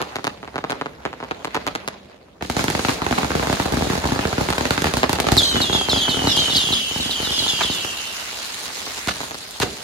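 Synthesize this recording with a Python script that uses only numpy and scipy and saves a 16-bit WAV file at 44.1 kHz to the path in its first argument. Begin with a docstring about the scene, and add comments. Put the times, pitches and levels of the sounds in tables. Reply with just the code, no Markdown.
"""Batteries of tubes thump out stars in a street at night: low pressure jumps, each topped by a crack, some very sharp.
Shells pop overhead with an echo off the road, crackling stars snap late on, and clusters of charges tear.
Whistling rockets, tones that fall in pitch, climb away over crackling sparks and far firecracker strings.
House fronts throw the bangs and whistles back as uneven, dying echoes over a low rumble.
The recorder delays low notes, so that each bang sweeps downward."""
import sys
import numpy as np
from scipy import signal
from scipy.fft import rfft, irfft, next_fast_len
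from scipy.io import wavfile
from scipy.ndimage import uniform_filter1d

SR = 44100
rng = np.random.default_rng(int(sys.argv[2]) if len(sys.argv) > 2 else 0)


def wav_out(sig):
    """Save sig, one row per channel (or a flat mono array), as 16-bit PCM at SR to the path in sys.argv[1]."""
    wavfile.write(sys.argv[1], SR, np.round(np.clip(np.atleast_2d(sig).T, -1, 1) * 32767).astype(np.int16))


N = 433503
TIME = np.arange(N) / SR


def amp(db):
    """Turns decibels into a gain."""
    return 10 ** (np.asarray(db) / 20)


def unit(x):
    """Scales a sound to an rms of one."""
    return x / np.sqrt(np.mean(x ** 2) + 1e-20)


def read(points, hz):
    """Reads a table between its points, on a log-frequency axis."""
    f, value = np.transpose(points)
    return np.interp(np.log(hz + 1), np.log(f + 1), value)


def level(curve, db):
    """Gain over time from a curve of (start_s, level_db), shifted by db."""
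    return amp(db + np.interp(TIME, *np.transpose(curve)))


def add(mix, s, sound):
    """Mixes a sound into both channels at time s."""
    start = round(s * SR)
    part = mix[:, max(start, 0):max(start + sound.shape[1], 0)]
    part += sound[:, max(-start, 0):][:, :part.shape[1]]


def filtered(x, response):
    """Applies a response given as a function of frequency."""
    size = next_fast_len(x.shape[-1] + SR // 4)
    spectrum = rfft(x, size) * response(np.fft.rfftfreq(size, 1 / SR))
    return irfft(spectrum, size)[..., :x.shape[-1]]


def wander(t, per_s, count=4096):
    """A random curve of about unit size that picks a new value per_s times a second."""
    return np.interp(t * per_s, np.arange(count), rng.standard_normal(count))


# How alike sound from all around is at left and right: freq_hz, correlation (no unit)
LIKENESS = [(60, 0.88), (180, 0.94), (300, 0.89), (640, 0), (1500, 0.3), (3000, 0.12)]


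def diffuse(x):
    """Sound from all around: alike on both sides in the bass, mostly unrelated in the treble."""
    def same(hz):
        return np.clip(read(LIKENESS, hz), -1, 1)

    shared = filtered(x[0], same)
    separate = filtered(x[1], lambda hz: np.sqrt(1 - same(hz) ** 2))
    return np.array([x[0], shared + separate])


def bed(drive, spectrum, gain):
    """Colours a steady texture with a spectrum and lets it follow a gain over time."""
    return unit(filtered(drive, lambda hz: amp(read(spectrum, hz)))) * gain


def crackle(per_s, spread_db, hiss):
    """Random snaps of varying size, each from its own direction, over the hiss of countless smaller ones."""
    happens = rng.random(N) < per_s / SR
    left = amp(spread_db * np.minimum(rng.exponential(1, N), 3)) * happens
    # direction: each snap reaches the right up to 14 samples early or late, louder or softer
    places = np.clip(np.arange(N) + rng.integers(-14, 14, N), 0, N - 1)
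    right = np.bincount(places, left * rng.uniform(.5, 1.5, N), N)
    return unit(np.array([left, right])) + hiss * rng.standard_normal((2, N))


def clumped(x, swell_db, patch_db):
    """Snaps come in clumps: all bands swell together, and patches of colour come and go."""
    hz, t, z = signal.stft(x, SR, nperseg=256)
    patches = rng.standard_normal(z.shape[1:])
    patches = uniform_filter1d(patches, size=7, axis=0)
    patches = unit(uniform_filter1d(patches, size=12, axis=1))
    gain = amp(swell_db * wander(t, 28) + patch_db * patches)
    return signal.istft(z * gain, SR, nperseg=256)[1][:, :N]


def puff(hz, decay_s, above_hz):
    """Spectra, one for each side, of a few milliseconds of dying noise with little bass."""
    t = np.arange(2 * len(hz) - 2) / SR
    noise = rng.standard_normal((2, len(t))) * np.exp(-t / decay_s)
    return rfft(noise / np.linalg.norm(noise[0])) * 1j * hz / (above_hz + 1j * hz)


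def blast(db, centre_hz, edge_hz, lag_s, echoes, roughness=0, size=2048):
    """A pressure jump and its suction, (1 - u) exp(-u), dulled by air, with a short rough wake of turbulent gas.
    Echoes are (delay_s, left gain, right gain); lag_s is how much later the left side hears it."""
    hz = np.fft.rfftfreq(size, 1 / SR)

    def delay(s):
        return np.exp(-2j * np.pi * hz * s)

    u = 1j * hz / centre_hz
    jump = amp(db) * SR / (2 * np.pi * centre_hz) * u / (1 + u) ** 2
    dulled = jump / (1 + 1j * hz / edge_hz) ** 2
    paths = np.array([delay(lag_s), delay(0)])
    for s, left, right in echoes:
        paths = paths + np.array([[left], [right]]) * delay(s)
    paths += roughness * puff(hz, decay_s=0.0048, above_hz=294)
    # 64 samples of room, so that the left side can also come first
    return irfft(dulled * paths * delay(64 / SR), size)


TRAFFIC_DB, ROLL_DB = -51, -8  # steady street rumble, and the roll that follows each bang
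ROLL_RISE_S, ROLL_DECAY_S = 0.0037, 0.12


def roll(bangs):
    """Gain of the rumble: each bang swells it and it dies back to the traffic."""
    power = (bangs ** 2).mean(0)
    for seconds in ROLL_RISE_S, ROLL_DECAY_S:
        keep = np.exp(-1 / (seconds * SR))
        power = signal.lfilter([1 - keep], [1, -keep], power)
    return np.sqrt(amp(ROLL_DB) ** 2 * power + amp(TRAFFIC_DB) ** 2)


# Tone of the street rumble: freq_hz, relative level_db
RUMBLE = [(20, -26), (40, -5), (62, 3), (100, 0), (200, 4.5), (350, -0.5), (600, 7), (1500, -41)]


def street_rumble(bangs):
    """Low noise from all around, swelled by the deeper part of the bangs."""
    deep = filtered(bangs, lambda hz: 1 / (1 + (hz / 900) ** 2))
    return bed(diffuse(rng.standard_normal((2, N))), RUMBLE, roll(deep))


# Tone of the far firecracker strings: freq_hz, relative level_db
FAR_TONE = [(100, -31), (300, -4.5), (600, 4), (1000, 1.5), (1600, -1.5), (2500, -3.5), (5000, -13),
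            (12000, -31)]
# Loudness of the far strings, before a small trim: start_s, level_db
FAR_LEVEL = [(0.0, -31.5), (0.44, -45.5), (0.68, -38), (0.96, -42), (1.45, -38), (1.75, -35.5),
             (2.19, -48.5), (2.46, -54), (2.6, -25), (2.65, -33), (3.45, -27), (6.41, -31), (6.79, -36.5),
             (7.64, -32.5), (8.05, -35), (9.17, -35.5), (9.44, -42), (9.83, -37)]


def far_strings():
    """Far firecracker strings: hundreds of random snaps a second over hiss, in clumps."""
    snapping = crackle(per_s=500, spread_db=3.5, hiss=1.0)
    return bed(clumped(snapping, swell_db=0.5, patch_db=3.0), FAR_TONE, level(FAR_LEVEL, db=-1.97))


# Tone of burning sparks, also used by the stars: freq_hz, relative level_db
FIZZ_TONE = [(600, -9.5), (1500, 0), (2500, 0.5), (4000, 1.5), (5500, -0.5), (7000, -4), (8200, -5),
             (12000, -14.5), (16000, -16)]
# Loudness of the burning sparks, before a trim: start_s, level_db
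FIZZ_LEVEL = [(0.0, -55), (1.07, -67.5), (1.72, -59), (2.14, -75), (2.46, -68), (2.6, -32), (2.68, -39),
              (2.94, -34), (3.0, -49), (3.15, -41), (3.6, -37.5), (3.7, -44), (3.9, -37), (4.02, -43),
              (4.6, -38), (5.25, -53), (5.45, -36.5), (6.02, -36.5), (6.54, -31), (6.81, -34.5), (7.5, -31),
              (7.97, -34.5), (8.51, -35), (8.93, -34), (9.39, -39), (9.83, -39)]


def burning_sparks():
    """Burning sparks: dense, bright random snaps over hiss, in clumps."""
    snapping = crackle(per_s=900, spread_db=2.5, hiss=0.93)
    return bed(clumped(snapping, swell_db=0.7, patch_db=2.0), FIZZ_TONE, level(FIZZ_LEVEL, db=4.5))


def hum(start_s=1.73, length_s=0.43, hz=199, level_db=-50):
    """A faint low sine swells and fades in the street as the first shells die away."""
    out, t = np.zeros((2, N)), np.arange(0, length_s, 1 / SR)
    swell = amp(level_db) * np.sin(np.pi * t / length_s)
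    add(out, start_s, (swell * np.sin(2 * np.pi * hz * t))[None])
    return out


# Hollow ring: start_s, pitch_hz, level_db, t60_s (time to die by 60 dB)
RING = [(9.632, 386, -26.5, 0.25), (9.632, 730, -24, 0.17)]


def ring():
    """Something hollow rings at the last bangs: unsteady sines that die away."""
    out, t = np.zeros((2, N)), np.arange(SR // 2) / SR
    for s, hz, db, t60 in RING:
        gain = amp(db - 60 * t / t60) * (1 + 0.68 * wander(t, 106))
        add(out, s, gain * np.sin(2 * np.pi * hz * t)[None])
    return out


# How long echoes last in the street: freq_hz, t60_s (time to die by 60 dB)
STREET_T60 = [(60, 0.089), (250, 0.44), (1000, 0.23), (4000, 0.37), (12000, 0.13)]


def street(x, first_s=0.0038, lumpy_db=4):
    """Uneven echoes from house fronts, each band dying at its own speed."""
    t = np.arange(SR) / SR
    taps = rng.standard_normal((2, SR)) * (rng.random((2, SR)) < 1500 / SR)  # about 1500 echoes a second
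    taps = taps * amp(lumpy_db * wander(t, 118.0)) * (1 - np.exp(-(t / first_s) ** 2))
    hz, age, z = signal.stft(diffuse(taps), SR, nperseg=256)
    dying = amp(-60 * age / read(STREET_T60, hz)[:, None])
    tail = signal.istft(z * dying, SR, nperseg=256)[1]
    return signal.fftconvolve(x, tail / np.linalg.norm(tail[0]), axes=1)[:, :N]


def rotating_echoes(x, count=4):
    """Several sets of street echoes take turns, blending into one another over time."""
    turns = TIME * 3.3  # goes round all the sets 3.3 times a second
    out = np.zeros((2, N))
    for k in range(count):
        away = np.minimum(count * abs((turns + k / count) % 1 - .5), 1)
        out += street(x * np.cos(np.pi / 2 * away))
    return out


# Charges that go off almost together: start_s, length_s, level_db (of the loudest possible charge),
# centre_hz (middle pitch of the blasts; single charges scatter around it)
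CLUSTERS = [(.001, 0.01, -9, 570), (1.543, 0.0097, -3.5, 800), (2.408, 0.0071, -13, 550),
            (5.029, 0.019, -2, 800), (5.316, 0.0038, -18, 91.5), (7.604, 0.017, 2, 967),
            (9.081, 0.013, 3, 1390), (9.614, 0.019, 5.5, 1550), (9.623, 0.013, -6, 230),
            (9.65, .03, -14, 280)]
CLUSTER_EDGE_RATIO = 4.8  # treble edge over centre_hz


def clusters(count=9, early_s=.0008):
    """Several charges share a fuse and blur into one tearing bang."""
    out = np.zeros((2, N))
    for s, length, db, centre_hz in CLUSTERS:
        edge_hz = CLUSTER_EDGE_RATIO * centre_hz
        for k, (a, b, c) in enumerate(rng.random((count, 3))):
            echoes = [(0.0022 * c, .4, -.3)]
            charge_hz = centre_hz * 2 ** (c - .5)
            bang = blast(db - 6 * b, charge_hz, edge_hz, 0.000063 * (b - .5), echoes, roughness=0.82)
            add(out, s - early_s + length * (k + a) / count, bang)
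    return out


def whistle(t, hz, gain, shriek_db, flutter_db=2.5, second_db=-13, third_db=-18, rasp=0.39,
            shriek_ratio=1.48, shriek_s=0.14, ground=0.42):
    """A burning tube sings on the pitch hz, with breathy overtones and an echo off the road."""
    # the flame is unsteady, most of all just after lighting
    jitter = (.032 * wander(t, 900) + .028 * wander(t, 160)) / (1 + t / .08)
    jitter += (.012 * wander(t, 400) + .013 * wander(t, 35)) / (1 + t / .7)
    phase = 2 * np.pi * np.cumsum(hz * (1 + jitter)) / SR
    tone = np.sin(phase)
    tone += amp(second_db) * np.sin(2 * phase) * wander(t, 1200)
    tone += amp(third_db) * np.sin(3 * phase) * wander(t, 2500)
    # the rushing exhaust spreads a hoarse band above the note, strongest at lift-off
    tone += rasp * np.sin(1.12 * phase) * wander(t, 1300) * (.5 + np.exp(-t / .06))
    # a higher mode of the tube builds up and shrieks on and off
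    shriek = np.sin(shriek_ratio * phase) * (.5 + .8 * wander(t, 500))
    tone += amp(shriek_db) * shriek * (1 - np.exp(-t / .012)) * np.exp(-t / shriek_s)
    tone *= gain * amp(flutter_db * wander(t, 129.0))
    # the road's echo lags more and more as the rocket climbs
    road_lag_s = 0.0066 * t / (t + 0.376)
    sides = []
    for direct_s, echo_s in rng.uniform(0, 0.000399, (2, 2)):
        direct = np.interp(t - direct_s, t, tone)
        sides.append(direct + ground * np.interp(t - echo_s - road_lag_s, t, tone))
    return np.array(sides)


# Path of the tumbling rocket: start_s, pitch_hz, level_db
TUMBLER = [(5.43, 3600, -15), (5.438, 3800, -8), (5.443, 4450, -22), (5.452, 3650, -19), (5.462, 4400, -15),
           (5.475, 3850, -23), (5.487, 4200, -20), (5.535, 3850, -23), (5.55, 3250, -24),
           (5.572, 3650, -19), (5.6, 3230, -28), (5.64, 3280, -27), (5.66, 3500, -29), (5.681, 3230, -33),
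           (5.7, 3480, -23), (5.72, 3280, -24), (5.75, 3480, -20), (5.79, 3230, -23), (5.81, 3400, -30),
           (5.87, 3180, -30)]


def tumbler(fade_s=.003):
    """One rocket tumbles, so that its note swings up and down as it sinks."""
    out, (when, hz, db) = np.zeros((2, N)), np.transpose(TUMBLER)
    t = np.arange(0, when[-1] - when[0], 1 / SR)
    fade = np.minimum(np.minimum(t, t[-1] - t) / fade_s, 1)
    gain = amp(np.interp(t + when[0], when, db)) * fade
    add(out, when[0], whistle(t, np.interp(t + when[0], when, hz), gain, shriek_db=-7))
    return out


# Whistling rockets: start_s, level_db (before trim_db), start_hz, settled_hz (after the first drop),
# end_hz (where the sag leads), drop_s (time of the first drop), away_s (time to half strength),
# shriek_db (against the note)
ROCKETS = [(5.374, -9.5, 4300, 3374, 2570, 0.015, .033, -9),
           (5.612, -16.5, 4440, 3410, 2854, .024, 0.044, -8),
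           (5.724, -17, 3610, 3460, 2795, .03, 0.082, -3),
           (5.892, -15.5, 4200, 3400, 2734, 0.019, 0.11, -3),
           (5.975, -20.5, 4180, 3320, 2732, 0.032, .13, -13),
           (6.01, -17, 3540, 3260, 2685, 0.037, 0.089, -24),
           (6.09, -20.5, 4360, 3316, 2670, 0.031, .06, -20),
           (6.267, -18, 4106, 3400, 2588, 0.035, 0.12, -1), (6.29, -20, 4090, 3450, 2690, 0.032, .1, 2),
           (6.368, -12.5, 3400, 3140, 2743, 0.027, 0.036, -17),
           (6.39, -16, 4290, 3500, 2740, 0.028, .035, -6),
           (6.495, -18.5, 3966, 3380, 2800, .022, 0.21, -6.5),
           (6.547, -18, 4100, 3310, 2762, .018, 0.068, -4.5),
           (6.558, -14.5, 4730, 3540, 2920, .028, 0.057, -8),
           (6.72, -17, 4055, 3340, 2860, 0.021, 0.081, -5), (7.005, -21, 4120, 3400, 2640, .03, .08, -5),
           (7.106, -22, 4066, 3270, 2610, 0.024, 0.17, -7),
           (7.239, -20.5, 4110, 3335, 2540, 0.028, 0.088, -6),
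           (7.315, -18.5, 3830, 3490, 2564, 0.026, 0.15, -2),
           (7.388, -20, 4320, 3530, 2650, 0.029, 0.078, -12),
           (7.478, -17.5, 3645, 3435, 2660, .025, 0.08, -2.5),
           (7.625, -18, 3610, 3210, 2610, .028, 0.043, -14),
           (7.702, -26, 4110, 3450, 2846, 0.025, 0.28, -7)]
SAG_S, BURN_S = .3, 0.81  # time of the slow sag in pitch, and how long a rocket whistles


def whistles(trim_db=-0.5, attack_s=0.0013):
    """Rockets leave one after another; each drops quickly in pitch, then sags and fades as it speeds away."""
    out, t = np.zeros((2, N)), np.arange(SR) / SR
    for s, db, start_hz, settled_hz, end_hz, drop_s, away_s, shriek_db in ROCKETS:
        sag = (settled_hz - end_hz) * np.exp(-t / SAG_S)
        drop = (start_hz - settled_hz) * np.exp(-t / drop_s)
        attack = 1 - np.exp(-t / attack_s)
        gain = amp(db + trim_db) * attack / (1 + t / away_s) * np.exp(-(t / BURN_S) ** 4)
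        add(out, s, whistle(t, end_hz + sag + drop, gain, shriek_db))
    return out


# Shells bursting overhead and, late on, sharp snaps of crackling stars:
# start_s, level_db (peak before the air dulls it), edge_hz (treble edge)
BURSTS = [(0.0161, -0.5, 10900), (0.1569, 1, 7400), (0.185, -6, 3000), (0.2427, -0.5, 10500),
          (.269, 4.5, 6450), (0.429, -7, 2600), (.446, -11.5, 3000), (0.476, -8, 3000), (0.542, -8, 1600),
          (0.557, 0.5, 3500), (.58, 0, 3800), (0.64, 3, 2600), (.697, 1, 3600), (0.7044, -2, 13000),
          (0.7201, 4, 3500), (.812, 4.5, 2610), (0.8584, 1, 2420), (1.0519, 2.5, 3830),
          (1.0656, -4.5, 2620), (1.129, -6, 3200), (1.202, -5.5, 2440), (1.2262, -1.5, 1710),
          (1.2383, -9.5, 5500), (1.3103, 4, 2960), (1.446, 0, 6800), (1.472, -6, 3600),
          (1.5456, -0.5, 8700), (1.5546, 0, 4500), (1.5653, 3, 3600), (1.6662, 0, 12600), (1.677, 2, 5200),
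          (1.7511, 1.5, 8700), (1.8768, 0.5, 12600), (4.5261, 3, 7400), (5.0314, 11, 4300),
          (5.186, 2, 4500), (5.2423, 3.5, 2030), (8.867, -7.5, 5200), (8.9755, -10, 15000),
          (9.159, -9, 4500), (9.204, -5, 7400), (9.232, -6.5, 4480), (9.309, -6.5, 12000),
          (9.344, -7.5, 12000)]
BURST_HZ, BURST_SCATTER_OCTAVES = 687, 0.39  # blast centre of a burst, and the full range of its scatter
ROAD_ECHO_S, ROAD_ECHO_SPREAD_S = .0071, .0016  # delay of the road echo; it varies with burst height


def overhead_bursts(ground=0.85, early_s=.0007, left_leads_s=0.00021, road_dulling=0.72):
    """Each shell or star snap arrives from above, then again, duller, off the road some milliseconds later."""
    out = np.zeros((2, N))
    for (s, db, edge_hz), (a, b, c, size, height) in zip(BURSTS, rng.random((len(BURSTS), 5))):
        centre_hz = BURST_HZ * 2 ** (BURST_SCATTER_OCTAVES * (size - .5))
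        echo_s = ROAD_ECHO_S + ROAD_ECHO_SPREAD_S * (height - .5)
        lag_s = 0.00019 * (c - .5) - left_leads_s
        echoes = [(0.000495 + 0.00095 * a, .35, -.2), (0.00081 + 0.0022 * b, -.1, .25)]
        arrivals = [(s, 1, edge_hz), (s + echo_s, ground, road_dulling * edge_hz)]
        for arrival, gain, treble_hz in arrivals:
            burst = blast(db, centre_hz, treble_hz, lag_s, echoes, roughness=0.36)
            add(out, arrival - early_s, gain * burst)
    return out


def stars(shots, trim_db=-32, burn_s=0.083):
    """Each star leaves its tube with a spit of sparks that fades as it climbs."""
    power, t = np.zeros((2, N)), np.arange(SR // 4) / SR
    for s, db, _ in shots:
        add(power, s, (amp(db + trim_db) * np.exp(-t / burn_s))[None] ** 2)
    return bed(crackle(per_s=900, spread_db=3.0, hiss=0.23), FIZZ_TONE, np.sqrt(power))


# Sharp reports of some tube shots and one shell burst: start_s, level_db (before trim_db), centre_hz (middle
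# pitch of the blast)
SHARP_REPORTS = [(1.447, -9, 4000), (2.498, 3.5, 4500), (2.64, 8.5, 5000), (2.7, 8, 4000),
                 (2.894, -2, 3000), (3.184, -1, 4500), (3.47, 3, 6000), (3.527, 1.5, 2200),
                 (3.597, 0, 5500), (3.656, 0, 5500), (3.722, 2, 3500), (3.898, -3, 3200), (3.932, -3, 4000),
                 (4.503, 5.5, 3960), (4.583, 4, 4000), (4.7057, 7.5, 4000), (4.819, 6.5, 4000),
                 (4.841, 5, 4000), (4.937, 5.5, 2800), (4.968, 7.5, 3980), (4.979, 5, 4500),
                 (5.094, 8, 4000), (5.129, 11.5, 3900), (5.2, 13, 4000), (5.318, 14, 4000),
                 (5.367, 9, 3700), (5.4177, 8.5, 4000), (6.366, 8, 3900), (9.073, 2, 2190),
                 (9.508, 2, 7000), (9.5997, 6.5, 2400)]


def sharp_reports(trim_db=-1.5, early_s=.0003, edge_hz=13000):
    """Some shots crack with a very short, bright report and two close echoes."""
    out = np.zeros((2, N))
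    echoes = [(.00024, 0.26, 0.55), (.00048, 0.19, 0.17)]
    for s, db, centre_hz in SHARP_REPORTS:
        add(out, s - early_s, blast(db + trim_db, centre_hz, edge_hz, .00003, echoes, roughness=0.82))
    return out


# Lift charges fired from tubes on the road: start_s, thump_db (low thump, before trim_db),
# crack_db (midrange crack); both are peaks before dulling
LIFTS = [(2.423, -4.5, -0.5), (2.498, 1, 0), (2.566, 2, 2.5), (2.592, -1.5, 1), (2.607, -8, -7),
         (2.64, 0, 0), (2.681, -2.0, 7.5), (2.7, -3, 1.5), (2.7495, 1.5, 5), (2.792, -1.5, 2.5),
         (2.848, -2, 8), (2.884, 0, 7), (2.892, -1.5, 7), (3.018, -2, 4), (3.064, -1.5, 6.5),
         (3.109, 1.5, 4), (3.125, -1.5, 7), (3.179, -2, 7), (3.184, 0, 7.5), (3.2305, -2, 6),
         (3.245, -1.5, 2), (3.304, -5, 4.5), (3.316, -7, 4), (3.351, 2, 3), (3.395, -2, 4),
         (3.427, -4, 4.5), (3.47, -0.5, 3), (3.497, 0.5, 4.5), (3.527, 1, 3.5), (3.598, 1, 6),
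         (3.656, -1, -1), (3.721, -0.5, -9), (3.736, 0, 1), (3.77, 1, -5), (3.797, -14, -6),
         (3.808, -1, -16), (3.821, -1.0, 1), (3.868, -3.5, -8), (3.899, 1.5, 1), (3.932, -2, 2),
         (3.952, -3.5, -1), (3.976, -4, 2), (4.039, -2, -2), (4.053, 1.5, -1), (4.088, -5, -2),
         (4.119, 0, 1), (4.1585, -4, 0), (4.19, -1.5, 6.5), (4.252, 2, 4), (4.327, -3, 5.5),
         (4.38, 1.5, 4.5), (4.41, 1.5, -3), (4.486, -3, 5.5), (4.502, -0.5, 3), (4.58, -3, 7),
         (4.608, -1.5, 1.5), (4.653, -1.5, 6.5), (4.7065, 4, 8), (4.777, -1, 7.5), (4.819, -0.5, 1),
         (4.842, -1, 7), (4.855, 0, 2.5), (4.868, -2.5, 3), (4.937, -0.5, 2.5), (4.969, 1.5, 2.5),
         (5.093, 1, 6.5), (5.13, 1, 4), (5.2, -2, 4.5), (5.267, 1, 6.5), (5.286, -6.5, 9), (5.319, 7, -13),
         (5.367, 3.5, 1), (5.406, -18, -3), (5.417, -4, -18), (5.512, -22, -3), (5.526, -11, -3),
         (5.543, -2, -9), (5.556, -14, 7.5), (5.564, 0, 3), (5.602, 1, 4), (5.64, -21, -1), (5.696, -3, 2),
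         (5.728, -5, 3), (5.7475, 0.5, -6), (5.758, -10, 6.5), (5.811, -14, 4.5), (5.885, -4, 6),
         (5.915, -8.0, -17), (5.93, 1.5, -2), (5.96, -10, 4.5), (5.97, -2.5, -8), (6.08, -12, 7),
         (6.087, -2, -5), (6.105, -31, -13), (6.142, -14, 4.5), (6.168, -4, -7), (6.19, -4, -2),
         (6.218, -7, 3), (6.239, 1.5, -7), (6.25, -3.5, -3), (6.271, 1.5, 8.5), (6.369, -2, -4),
         (6.388, -4.5, -7), (6.42, -10, 0), (6.48, -10, -1), (6.498, -8.5, -5), (6.53, -8.5, -8),
         (6.554, -5, -11), (6.569, -6, -7), (6.636, -9, -20), (6.669, -9, -19), (6.687, -12, -2),
         (6.703, -5, -7), (6.726, -6, -4), (6.91, -13, -5), (6.958, -5, -20), (6.998, -5, -7),
         (7.056, -7.5, -10), (7.092, -9, -5), (7.199, -7.5, -2), (7.226, -7, -13), (7.271, -10.0, -2),
         (7.305, -7.5, -4), (7.377, -14, -19), (7.4, -8, -7), (7.421, -9, -8), (7.463, -16, 0),
         (7.531, -9.5, -13), (7.59, -13, -6), (7.645, -10, -16), (7.697, -5.5, -16), (7.846, -15, 0),
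         (9.072, -4.5, -6), (9.6006, -2.5, -6)]
# Tone of the battery that is firing: start_s, centre_hz (middle pitch of the thump; tubes scatter around it),
# edge_hz (treble edge of the crack)
BATTERY = [(2.5, 253, 4350), (3.1, 268, 2380), (3.8, 207, 2240), (4.4, 213, 2440), (4.6, 249, 4140),
           (5.3, 247, 4000), (5.7, 228, 1780)]
TUBE_SCATTER_OCTAVES = 0.09  # full range by which the tubes of one battery differ


def tubes(shots, trim_db=-2, early_s=.0005, crack_hz=1000, thump_edge_hz=1700, round_trip_s=0.00196):
    """Lift charges at street level: a thump and a crack, reflected within milliseconds by road and nearby things."""
    out, (when, centres, edges) = np.zeros((2, N)), np.transpose(BATTERY)
    for (s, db, crack_db), (a, b, c, d, bore) in zip(shots, rng.random((len(shots), 5))):
        centre_hz = np.interp(s, when, centres) * 2 ** (TUBE_SCATTER_OCTAVES * (bore - .5))
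        edge_hz = np.interp(s, when, edges)
        echoes = [(0.00046 + 0.00015 * a, .4, -.1), (0.00088 + 0.0007 * b, .1, .6),
                  (0.00812 + 0.0099 * c, .18, .16)]
        lag_s = .0001 + 0.00026 * a
        add(out, s - early_s, blast(db + trim_db, centre_hz, thump_edge_hz, lag_s, echoes, roughness=0.73))
        # the steep front at the muzzle cracks on top of the thump and returns inverted from the tube
        returned = [(round_trip_s * (1 + 0.31 * (d - .5)), -.4, -.4)]
        add(out, s - early_s, blast(crack_db, crack_hz, edge_hz, lag_s, returned, roughness=0.84))
    return out


def scene():
    """Bangs and whistles in the street, over rumble, far strings and sparks."""
    overhead = overhead_bursts()
    lifts = tubes(LIFTS) + sharp_reports() + stars(LIFTS)
    salvos = clusters()
    rockets = whistles() + tumbler()
    dry_mix = amp(-15.0) * overhead + amp(-8.5) * lifts + amp(-9.5) * salvos + amp(-12.5) * rockets
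    echo = rotating_echoes(dry_mix)
    rumble = street_rumble(lifts + salvos + amp(-1.5) * overhead)
    background = rumble + far_strings() + burning_sparks() + hum() + ring()
    balance = amp([[-.6], [.6]])  # dB for left and right
    return (overhead + lifts + salvos + rockets + echo + background) * balance


# Tone of the microphone: freq_hz, level_db
MICROPHONE = [(20, -35), (40, -3), (65, 6), (130, 0.5), (220, 2), (400, 1.5), (560, -3), (800, 0),
              (2000, -1.5), (3300, -1.5), (4150, 1), (5800, -2.5), (6700, 2.5), (7900, -3.5), (10000, 1),
              (12000, 2.5), (16000, -5.5)]


def record(dry, sweep=1.32, knee_hz=60, top_hz=1500, limit_hz=16000):
    """The recorder colours the sound, delays notes between knee and top by about sweep / Hz seconds, clips and
    cuts the highest treble."""
    def response(hz):
        turns = sweep * np.log((1 + hz / knee_hz) / (1 + hz / top_hz))
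        return amp(read(MICROPHONE, hz)) * np.exp(-2j * np.pi * turns)

    swept = np.clip(filtered(dry, response), -1, 1)
    band_limit = signal.firwin(255, limit_hz, window=("kaiser", 9), fs=SR)
    return signal.oaconvolve(swept, band_limit[None], "same")


dry = scene()
out = record(dry)
wav_out(out)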